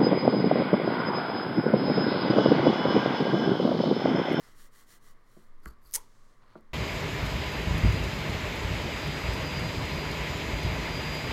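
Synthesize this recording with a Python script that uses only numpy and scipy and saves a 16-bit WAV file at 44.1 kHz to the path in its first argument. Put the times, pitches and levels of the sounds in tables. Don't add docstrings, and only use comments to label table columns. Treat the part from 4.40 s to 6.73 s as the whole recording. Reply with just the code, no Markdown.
import sys
import numpy as np
from scipy import signal
from scipy.fft import rfft, irfft, next_fast_len
from scipy.io import wavfile
from scipy.ndimage import map_coordinates

SR = 44100
rng = np.random.default_rng(int(sys.argv[2]) if len(sys.argv) > 2 else 0)


def store_wav(level_fs):
    pcm = np.round(np.clip(np.atleast_2d(level_fs), -1, 1) * 32767)
    wavfile.write(sys.argv[1], SR, pcm.T.astype(np.int16))


N = 102885


def amp(db):
    return 10 ** (np.asarray(db) / 20)


def unit(x):
    return x / np.sqrt(np.mean(x ** 2) + 1e-20)


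def clock():
    return np.arange(N) / SR


def envelope(points):
    time_s, db = np.transpose(points)
    return amp(np.interp(clock(), time_s, db, left=-200, right=-200))


def coloured(x, colour, tilt_db_oct=0):
    size = 2 * next_fast_len(len(x))
    octave = np.log2(np.fft.rfftfreq(size, 1 / SR) + 1)
    hz, db = np.transpose(colour)
    tilt_db = tilt_db_oct * np.clip(octave - np.log2(1000), 0, None)
    gain = amp(np.interp(octave, np.log2(hz), db) + tilt_db)
    cepstrum = irfft(np.log(gain))
    cepstrum[1:size // 2] *= 2
    cepstrum[size // 2 + 1:] = 0
    return irfft(rfft(x, size) * np.exp(rfft(cepstrum)))[:len(x)]


def noise(colour, tilt_db_oct=0):
    return unit(coloured(rng.standard_normal(N), colour, tilt_db_oct))


def wobble(knots_per_s):
    return map_coordinates(rng.standard_normal(N), [clock() * knots_per_s])


def add(out, start_s, x):
    part = out[round(start_s * SR):][:len(x)]
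    part += x[:len(part)]


def echoed(x, echoes):
    size = next_fast_len(N + SR // 10)
    hz = np.fft.rfftfreq(size, 1 / SR)
    response = 1 + sum(gain * np.exp(-2j * np.pi * hz * delay_s) for delay_s, gain in echoes)
    return irfft(rfft(x, size) * response, size)[:N]


def ring(modes, attack_s):
    t, out = np.arange(SR // 2) / SR, 0
    for k, (hz, db, t60_s) in enumerate(modes):
        decay = amp(db + rng.normal() - 60 * t / t60_s)
        out += (-1) ** k * decay * np.sin(2 * np.pi * hz * t)
    return (1 - np.exp(-t / attack_s)) * out


def friction(strokes, colour, speed_power, rough_db):
    out = np.zeros(N)
    for start_s, length_s, db, tilt_db_oct in strokes:
        speed = np.abs(np.sin(np.pi * np.clip((clock() - start_s) / length_s, 0, 1)))
        hiss = unit(noise(colour, tilt_db_oct) * amp(rough_db * wobble(430)))
        out += amp(db) * speed ** speed_power * hiss
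    return out


def background():
    # (frequency [Hz], gain [dB])
    air_colour = [(25, 15), (45, 5.5), (75, 1.5), (115, 9), (160, -2), (220, 2.5), (330, -2), (480, -2),
                  (800, -9.5), (1000, -3), (1150, 2.5), (1350, -7.5), (2050, -7.5), (2500, -19),
                  (4000, -20), (8000, -28), (15500, -34.5)]
    rumble_hz = 12.42
    rumble_shape = [(.5, -35), (.85, -6), (1, 0), (1.2, -10), (2, -32), (10, -100)]
    rumble = noise([(ratio * rumble_hz, db) for ratio, db in rumble_shape])
    return amp(-63.5) * noise(air_colour) + amp(-51) * rumble


def room_tail(x):
    # (low [Hz], high [Hz], t60 [s], gain [dB])
    bands = [(99, 1200, 0.19, -5), (700, 3160, 0.26, -18.5), (2500, 16000, 0.2, -25.5)]
    t, tail, onset_s = np.arange(SR // 2) / SR, 0, 0.0051
    for low_hz, high_hz, t60_s, db in bands:
        decay = rng.standard_normal(len(t)) * amp(-60 * t / t60_s) * (1 - np.exp(-t / onset_s))
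        bandpass = signal.butter(2, [low_hz, high_hz], "band", fs=SR, output="sos")
        tail += amp(db) * signal.sosfilt(bandpass, decay / np.linalg.norm(decay))
    return signal.fftconvolve(x, tail)[:N]


def squeaks():
    # (start [s], length [s], level [dB], first [Hz], last [Hz])
    glides = [(0.015, 0.068, -71, 5120, 5150), (1.451, 0.023, -66, 4610, 4400),
              (1.57, 0.026, -52, 808.5, 1120)]
    out, jitter = np.zeros(N), .045
    for start_s, length_s, db, first_hz, last_hz in glides:
        progress = np.clip((clock() - start_s) / length_s, 0, 1)
        hz = (first_hz + (last_hz - first_hz) * progress) * (1 + jitter * wobble(600))
        tone = np.sqrt(2) * np.sin(2 * np.pi * np.cumsum(hz) / SR)
        out += amp(db) * np.sin(np.pi * progress) * tone
    return out


def sliding():
    # (time [s], level [dB])
    slide_levels = [(1.48, -72), (1.59, -64), (1.63, -68.5), (1.68, -73), (1.8, -74), (1.92, -75),
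                    (2.0, -83.5), (2.1, -96.5)]
    # (start [s], length [s], level [dB], tilt [dB/oct])
    scrapes = [(2.012, 0.037, -65, -2), (2.045, 0.048, -67.5, -1.5), (2.08, 0.087, -64.5, -1),
               (2.155, 0.042, -67, 0.5)]
    # (frequency [Hz], gain [dB])
    slide_colour = [(300, -4.5), (1200, -1.5), (2500, -5), (4000, 0), (7000, 0.5), (10000, -7),
                    (15500, -14)]
    table_colour = [(300, -0.5), (800, -2), (1150, 6), (2000, -5), (2700, -6.5), (3500, -7.5), (4350, -3),
                    (5200, -14.5), (8000, -20), (15500, -26)]
    slide = envelope(slide_levels) * noise(slide_colour)
    return slide + friction(scrapes, table_colour, speed_power=0.73, rough_db=3.0)


def scuffing():
    # (start [s], length [s], level [dB], tilt [dB/oct])
    scuffs = [(1.215, 0.083, -62.5, -0.5), (1.266, 0.032, -56.5, 1), (1.293, 0.023, -59.5, -1),
              (1.305, 0.044, -64, -3), (1.408, .125, -66.5, 3.5), (1.45, .035, -67.5, 4)]
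    # (frequency [Hz], gain [dB])
    edge_colour = [(300, 6), (800, -10), (1200, 8), (2000, -6.5), (2700, -14), (3900, -13), (4550, 0),
                   (5300, -12), (7000, -9.5), (9500, -13), (11800, -6), (12700, -6), (15500, -19)]
    return friction(scuffs, edge_colour, speed_power=1.1, rough_db=3.5)


def rubbing():
    # (start [s], length [s], level [dB], tilt [dB/oct])
    strokes = [(-.04, 0.22, -60.5, -3.5), (.138, 0.16, -59, -0.5), (.304, 0.16, -60.5, -0.5),
               (.454, 0.14, -58.5, -0.1), (.598, 0.15, -63, -0.5), (.83, 0.28, -69.5, -0.7)]
    # (time [s], level [dB])
    drag_levels = [(0, -66.5), (.2, -86), (.6, -84), (.75, -85), (1.2, -89)]
    # (frequency [Hz], gain [dB])
    skin_colour = [(100, 1.5), (550, -2), (800, -3.5), (1080, -3), (1230, 3.5), (1400, -0.5), (1780, 3),
                   (1970, 10), (2200, -1.5), (2600, -8), (3150, 0.5), (3700, -0.5), (5000, -1.5),
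                   (7000, -0.5), (11000, -2.5), (15500, -5.5)]
    palm = friction(strokes, skin_colour, speed_power=1.09, rough_db=1.1)
    heel = envelope(drag_levels) * noise(skin_colour)
    echo_s, echo_gain = 0.000708, 0.21
    return echoed(palm + heel, [(echo_s, echo_gain)])


def ticks():
    # (time [s], level [dB], spectral peak [Hz])
    contacts = [(.918, -70, 13500), (1.203, -61, 15000), (1.2573, -40, 7000), (1.5118, -39.5, 15000),
                (1.523, -35.5, 15000), (1.5312, -35, 6000), (1.5824, -37.5, 6000), (2.209, -57.5, 10000)]
    out, t, t60_s = np.zeros(N), np.arange(SR // 40) / SR, 0.0022
    for time_s, db, hz in contacts:
        colour = [(hz / 12, -35), (hz / 3, -14), (hz * 0.36, -9), (hz, 0), (hz * 2, -7)]
        burst = unit(coloured(rng.standard_normal(len(t)), colour))
        add(out, time_s, amp(db - 60 * t / t60_s) * burst)
    return out


def taps():
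    # (time [s], gain [dB], low-pass [Hz])
    contacts = [(0.966, -46, 515), (2.1544, -40, 1497)]
    # (frequency [Hz], level [dB], t60 [s])
    book_modes = [(160.5, -10, 0.11), (221, -8.5, 0.24), (295, -7.5, 0.076), (365, -1.5, 0.053),
                  (414, -5.5, 0.087), (490, -8, .1), (649, -0.5, 0.026), (960, -4, 0.022),
                  (1160, -9, 0.058), (1393, 0.5, 0.023)]
    out = np.zeros(N)
    for time_s, db, cutoff_hz in contacts:
        lowpass = signal.butter(3, cutoff_hz, fs=SR, output="sos")
        add(out, time_s, amp(db) * signal.sosfilt(lowpass, ring(book_modes, attack_s=0.00025)))
    return out


def cover_lift():
    # (frequency [Hz], level [dB], t60 [s])
    cover_modes = [(120, -8.5, 0.081), (187.3, -3, 0.11), (234.2, -14.5, .35), (310, -9.5, 0.11),
                   (419, -7.5, 0.05), (620, -12, .02), (1135, -11.5, 0.14), (1163, -13.5, 0.17),
                   (1313, 4.5, 0.018), (1580, 3.5, 0.014), (2000, 1.5, 0.0124), (3050, -12.5, 0.013)]
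    # (time [s], frequency [Hz], level [dB], attack [s], t60 [s])
    thumps = [(1.261, 52.9, -36, 0.0058, .22), (1.458, 36, -40.5, 0.013, .14)]
    out, release_s = np.zeros(N), 1.2585
    add(out, release_s, amp(-39.5) * ring(cover_modes, attack_s=0.00036))
    for time_s, hz, db, attack_s, t60_s in thumps:
        add(out, time_s, ring([(hz, db, t60_s)], attack_s))
    return out


def spine_crackle():
    # (time [s], level [dB])
    slip_levels = [(1.530, -71.5), (1.5365, -45), (1.5385, -30.5), (1.545, -33), (1.553, -27),
                   (1.5615, -27.5), (1.5635, -40), (1.572, -44.5), (1.595, -78), (1.62, -81.5)]
    flex_levels = [(1.53, -91), (1.55, -50.5), (1.565, -46), (1.58, -52.5), (1.595, -75), (1.62, -84)]
    # (frequency [Hz], gain [dB])
    spine_colour = [(300, -24), (1000, -25), (1800, -10), (2500, -17.5), (4500, -9.5), (6200, 1),
                    (8300, -1.5), (10000, 2), (13000, -5.5), (15300, -6), (16500, -23.5)]
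    flex_colour = [(150, -11), (330, -7), (500, 4.5), (650, -9), (930, 1.5), (1300, -10), (1900, -4.5),
                   (3500, -11.5)]
    # (time [s], peak [dB])
    snaps = [(1.549, -14.5), (1.5543, -16.5), (1.5553, -12), (1.560, -14)]
    # (delay [s], gain)
    echoes = [(.00097, 0.21), (.00263, 0.14), (.0046, .14)]
    slips_per_s, spread_db = 12000, 2.5
    slips = (rng.random(N) < slips_per_s / SR) * rng.choice([-1, 1], N)
    sizes = amp(spread_db * np.clip(rng.standard_normal(N), -2, 2))
    crackle = envelope(slip_levels) * unit(coloured(slips * sizes, spine_colour))
    snap = coloured(signal.unit_impulse(SR // 50), spine_colour)
    for time_s, db in snaps:
        add(crackle, time_s, amp(db) * snap / np.abs(snap).max())
    return echoed(crackle, echoes) + envelope(flex_levels) * noise(flex_colour)


def scene():
    book = rubbing() + scuffing() + sliding() + taps() + cover_lift()
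    book += ticks() + squeaks() + spine_crackle()
    return (book + room_tail(book) + background())[None]


def record(dry):
    cutoff_hz = 16000
    return signal.sosfiltfilt(signal.cheby1(12, .05, cutoff_hz, fs=SR, output="sos"), dry)


dry = scene()
out = record(dry)
store_wav(out)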